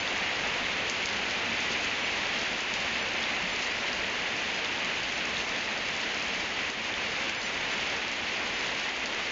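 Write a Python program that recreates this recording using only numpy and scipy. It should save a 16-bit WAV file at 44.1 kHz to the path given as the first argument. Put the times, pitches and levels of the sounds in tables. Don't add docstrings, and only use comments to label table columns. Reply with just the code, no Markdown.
import sys
import numpy as np
from scipy import signal
from scipy.fft import rfft, irfft, next_fast_len
from scipy.io import wavfile

SR = 44100
rng = np.random.default_rng(int(sys.argv[2]) if len(sys.argv) > 2 else 0)


def makeup_ratio(level_db):
    decades = np.asarray(level_db, float) / 20
    return 10 ** decades


def wav_record(signal):
    frames = np.transpose(np.atleast_2d(signal))
    bounded = np.clip(frames, -1, 1)
    quanta = np.round(bounded * 32767).astype(np.int16)
    wavfile.write(sys.argv[1], SR, quanta)


N = 410571

# [t/s, level/dB]
RAIN_STRENGTH = [(0.0, -33), (0.08, -32.5), (0.8, -32), (1.3, -32), (2.0, -32.5), (2.33, -31.5),
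                 (2.64, -33.5), (2.85, -32), (3.6, -33), (4.95, -33), (5.26, -33), (5.83, -33.5),
                 (6.6, -33.5), (7.2, -32.5), (7.81, -32.5), (8.17, -34.5), (8.45, -33), (9.31, -33.5)]
# [f/Hz, level/dB per Hz]
ROOF_SPECTRUM = [(12, -47), (20, -9.5), (81, -3.5), (150, -6), (176, -1.5), (230, 1), (320, -12),
                 (450, -40)]
# [f/Hz, level/dB per Hz]
WASH_SPECTRUM = [(150, -33), (250, -6.5), (500, -4), (830, -4.5), (1250, -7.5), (1550, -5.5), (2000, -1),
                 (2700, -1), (3300, -6), (3900, -10), (4600, -12.5), (5600, -19), (6400, -17.5),
                 (8000, -21.5)]
# [t/s, peak level/dB, first f/Hz]
GURGLES = [
    (6.185, -37, 2200),
    (6.615, -38, 2150),
]
# [t/s, peak level/dB, f/Hz]
THUDS = [
    (1.70, -41.5, 229),
    (3.0, -45, 200),
    (3.43, -36.5, 186),
    (6.77, -42.5, 210),
]
# [t/s, peak level/dB, f/Hz]
PLOPS = [(0.0762, -16, 3530), (0.2952, -22, 2070), (0.6419, -25, 1870), (0.6429, -22, 3550),
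         (1.5504, -24, 2190), (1.656, -25, 1990), (1.7255, -19, 3590), (1.7739, -21, 2320),
         (1.8701, -25, 3260), (1.9135, -19, 2750), (2.2298, -21, 2220), (2.7182, -24, 2580),
         (2.7407, -21, 3520), (3.239, -16, 3620), (3.3368, -23, 2100), (3.3692, -19, 2560),
         (4.5775, -26, 2070), (4.6458, -18, 2820), (4.6563, -18, 3600), (4.7785, -23, 3690),
         (5.3692, -17, 3820), (5.4849, -29, 2170), (5.5623, -22, 3580), (6.0008, -28, 2190),
         (6.3041, -22, 2730), (6.5909, -18, 2390), (6.9326, -21, 2340), (6.9401, -19, 3370),
         (7.9289, -21, 3400), (8.2871, -28, 2220)]
# [f/Hz, level/dB, time to fall 60 dB/s]
SLAB_MODES = [(4600, 0, .008), (5350, -1, .006), (6200, -1, .007), (7000, 0, .006)]
# [t/s, peak level/dB]
FAR_DRIPS = [(0.3576, -29), (1.8093, -28), (2.2674, -27), (3.4104, -30), (3.6456, -26), (4.0544, -30),
             (4.9974, -33), (5.2535, -26), (5.4909, -26), (5.8534, -29), (6.1963, -28), (6.2238, -26),
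             (6.2504, -34), (6.8693, -32), (7.3474, -29), (7.4284, -28), (7.9644, -28.5), (8.4731, -27),
             (8.6083, -27), (8.8914, -28.5), (9.0573, -24)]
# [t/s, peak level/dB, low crack over peak/dB, high crack over peak/dB]
DRIPS = [(0.0757, -30, -7, -16), (0.4723, -29, -10, -10), (0.8969, -20, -13, -11), (1.057, -22, -13, -11),
         (1.3084, -25, -10, -14), (1.7155, -28, -7, -13), (1.8452, -27, -12, -10), (2.4149, -26, -12, -13),
         (2.605, -28, -10, -9), (2.7377, -23, -12, -12), (3.2286, -27, -7, -15), (3.6227, -28, -9, -12),
         (3.9295, -25, -9, -16), (4.365, -29, -8, -11), (4.6458, -26, -9, -15), (4.8459, -27, -9, -10),
         (5.032, -29, -7, -14), (5.1213, -29, -11, -11), (5.1781, -27, -13, -12), (5.5613, -30, -10, -11),
         (5.7753, -30, -9, -12), (6.0132, -28, -10, -13), (6.1444, -25, -11, -16), (6.7002, -27, -12, -10),
         (7.2943, -25, -11, -11), (7.416, -29, -8, -12), (7.8984, -30, -9, -13), (8.08, -27, -9, -15),
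         (8.1145, -29, -10, -9), (8.7969, -27, -11, -14)]
# [t/s, depth/dB]
DUCKS = [
    (0.9, 2),
    (6.7, 3.5),
    (7.3, 3),
    (8.9, 2),
]
# [f/Hz, level/dB]
TOP_CUT = [(20, -0.5), (6700, 1), (7100, -5.5), (7400, -9), (7650, -19.5), (7800, -26.5), (7900, -38.5),
           (8000, -63.5), (8200, -90)]
# [t/s, lower f/Hz, upper f/Hz]
SIDE_SPLITS = [(.005, 4200, 6900), (.098, 6300, 7500), (1.096, 4200, 5650), (2.048, 6280, 7550),
               (3.023, 5700, 7560), (3.534, 5700, 7500), (4.556, 4200, 5700), (5.16, 6280, 7580),
               (6.042, 4200, 5160), (7.389, 5180, 6900), (7.458, 6320, 7550), (7.737, 6300, 7550),
               (8.55, 5170, 6280), (8.596, 4650, 6250)]


def rms_one(x):
    return x / np.sqrt(np.mean(x ** 2) + 1e-20)


def colour(x, spectrum):
    hz, db = np.transpose(spectrum)
    size = next_fast_len(N)
    bins_hz = np.arange(size // 2 + 1) * SR / size + 1
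    gain = makeup_ratio(np.interp(np.log(bins_hz), np.log(hz), db))
    return irfft(rfft(x, size) * gain, size)[:N]


def drift(rate_hz):
    r = np.exp(-2 * np.pi * rate_hz * 40 / SR)
    noise = rng.standard_normal(N // 40 + 2002)
    slow = signal.lfilter([1], [1, -2 * r, r * r], noise)[2000:]
    return np.interp(np.arange(N) / 40, np.arange(len(slow)), rms_one(slow))


def ring(clicks, hz, t60):
    r, w = makeup_ratio(-60 / (t60 * SR)), 2 * np.pi * hz / SR
    return signal.lfilter([0, np.sin(w)], [1, -2 * r * np.cos(w), r * r], clicks + 1e-18)


def impacts(per_s, spread_db):
    sizes = makeup_ratio(spread_db * np.minimum(rng.exponential(1, N), 4.0))
    signs = rng.choice([-1, 1], N)
    return sizes * signs * (rng.random(N) < per_s / SR)


def roofs():
    return rms_one(colour(rng.standard_normal(N), ROOF_SPECTRUM))


def wash(dull_db, nearness_db):
    drops = colour(rng.standard_normal(N), WASH_SPECTRUM)

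    def below(hz):
        return signal.sosfiltfilt(signal.butter(2, hz, fs=SR, output="sos"), drops)

    patter_band = below(1566)
    hiss_band = below(3760) - below(1390)
    treble_band = below(10800) - below(3720)
    out = makeup_ratio(0.47 * dull_db) * patter_band
    out += makeup_ratio(0.58 * drift(15)) * hiss_band
    out += makeup_ratio(0.73 * nearness_db + drift(31)) * treble_band
    return rms_one(out)


def patter(per_s, low_hz, high_hz, cycles, spread_db):
    drops = impacts(per_s, spread_db)
    pitches = np.geomspace(low_hz, high_hz, 14)
    dealt = rng.integers(0, len(pitches), N)
    return rms_one(sum(ring(drops * (dealt == k), hz, cycles / hz) for k, hz in enumerate(pitches)))


def crack(low_clicks, high_clicks):
    struck = [low_clicks, -low_clicks, high_clicks, -high_clicks]
    return sum(makeup_ratio(db) * ring(clicks, hz, t60) for clicks, (hz, db, t60) in zip(struck, SLAB_MODES))


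def spatter(per_s):
    drops = impacts(per_s * makeup_ratio(3.6 * drift(8)), spread_db=4.0)
    return rms_one(crack(drops * rng.random(N), drops * rng.random(N)))


def gurgles():
    length_s, rise_hz_per_s = 0.057, 12000
    out, t = np.zeros(N + SR), np.arange(int(length_s * SR)) / SR
    swell = np.sin(np.pi * t / length_s)
    for s, peak_db, hz in GURGLES:
        song = np.sin(2 * np.pi * t * (hz + rise_hz_per_s * t / 2))
        out[round(s * SR):][:len(t)] += makeup_ratio(peak_db) * song * swell
    return out[:N] * makeup_ratio(3.0 * drift(120))


def thuds():
    attack_s, decay_s = 0.01, 0.018
    out, t = np.zeros(N + SR), np.arange(SR // 5) / SR
    shape = np.exp(-t / decay_s) * (1 - np.exp(-t / attack_s))
    shape /= shape.max()
    for s, peak_db, hz in THUDS:
        out[round(s * SR):][:len(t)] += makeup_ratio(peak_db) * shape * np.sin(2 * np.pi * hz * t)
    return out[:N]


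def small_plops():
    count, peak_db, low_hz, high_hz = 30, -35.5, 1700, 3900
    when, size, pitch = rng.random((count, 3)).T
    hz = low_hz * (high_hz / low_hz) ** pitch
    return np.column_stack([when * N / SR, peak_db + 4.0 * (size - 0.5), hz])


def plops():
    out, t = np.zeros(N + SR), np.arange(SR // 40) / SR
    attack = 1 - np.exp(-t / 0.0004)
    for s, peak_db, hz in np.vstack([PLOPS, small_plops()]):
        tone = np.sin(2 * np.pi * hz * t * (0.96 + 8.0 * t))
        bubble = tone * np.exp(-t * hz / 3.0) * attack
        out[round(s * SR):][:len(t)] += makeup_ratio(peak_db + 3.0) * bubble
    return out[:N]


def small_drips():
    count, peak_db, low_db, high_db, spread_db = 60, -35, -9, -12, 2.0
    s = rng.random(count) * N / SR
    spread = np.clip(rng.standard_normal((count, 3)), -2, 1)
    chance = np.column_stack([s, [peak_db, low_db, high_db] + spread_db * spread])
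    far_leak = [(s, db - 1.5, low_db, high_db) for s, db in FAR_DRIPS]
    return np.vstack([chance, far_leak])


def drips():
    lag_s, spray_decay_s, body_db = 0.0008, 0.016, -38
    s, peak_db, low_db, high_db = np.vstack([DRIPS, small_drips()]).T
    at = np.round((s + lag_s) * SR).astype(int)
    later = at + ((0.008 + 0.008 * rng.random(len(s))) * SR).astype(int)
    low, high, body = np.zeros((3, N + SR))
    spray = 0
    for clicks, share_db, band_hz in ((low, low_db, [3400, 5500]), (high, high_db, [5700, 7500])):
        clicks[at] = makeup_ratio(1.3 * peak_db + share_db + 14.5)
        clicks[later] += clicks[at] * makeup_ratio(-10.0)
        dying = signal.lfilter([1], [1, -np.exp(-1 / (spray_decay_s * SR))], clicks[:N])
        band = signal.butter(2, band_hz, "band", fs=SR, output="sos")
        hiss = rms_one(signal.sosfilt(band, rng.standard_normal(N)))
        spray = spray + makeup_ratio(-18.0) * dying * hiss
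    body[at] = makeup_ratio(body_db)
    return crack(low[:N], high[:N]) + ring(body[:N], 2500, 0.0068) + spray


def ducking_db():
    attack_s, release_s = 0.0067, 0.15
    start_s, depth_db = np.transpose(DUCKS)
    since = np.maximum(np.arange(N) / SR - start_s[:, None], 0)
    shape = (1 - np.exp(-since / attack_s)) * np.exp(-since / release_s)
    return -depth_db @ shape / shape.max()


def scene():
    s, strength_db = np.transpose(RAIN_STRENGTH)
    wash_db = np.interp(np.arange(N) / SR, s, strength_db) + ducking_db()
    nearness_db = 0.93 * drift(8.6)
    dull_db = 1.17 * drift(7.1)
    treble_db = wash_db - 9.5 + nearness_db
    rain = makeup_ratio(wash_db - 15 + drift(7.5)) * roofs()
    rain += makeup_ratio(wash_db + 0.71) * wash(dull_db, nearness_db)
    rain += makeup_ratio(wash_db - 15.5) * patter(700, 1720, 4000, cycles=16.0, spread_db=0.5)
    rain += makeup_ratio(treble_db - 8.0) * patter(1500, 4000, 7600, cycles=22.0, spread_db=2.6)
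    rain += makeup_ratio(treble_db - 12.0) * spatter(200)
    mono = rain + gurgles() + thuds() + plops() + drips()
    return np.array([mono, mono])


def side_difference(mono):
    apart, t = np.zeros(N), np.arange(N) / SR
    other = mono[::-1]
    for s, low_hz, high_hz in SIDE_SPLITS:
        sos = signal.ellip(6, 1, 50, [low_hz, high_hz], "band", fs=SR, output="sos")
        fade = np.cos(np.pi / 2 * np.clip((t - s) * SR / 800, -1, 1)) ** 1.5
        apart += signal.sosfilt(sos, other) * fade
    return apart * makeup_ratio(-1.0)


def band_limit(x):
    return signal.sosfilt(signal.butter(12, 7920, fs=SR, output="sos"), x)


def record(dry):
    mono = colour(dry[0], TOP_CUT)
    apart = side_difference(mono)
    return band_limit(np.array([mono + apart, mono - apart]))


dry = scene()
out = record(dry)
wav_record(out)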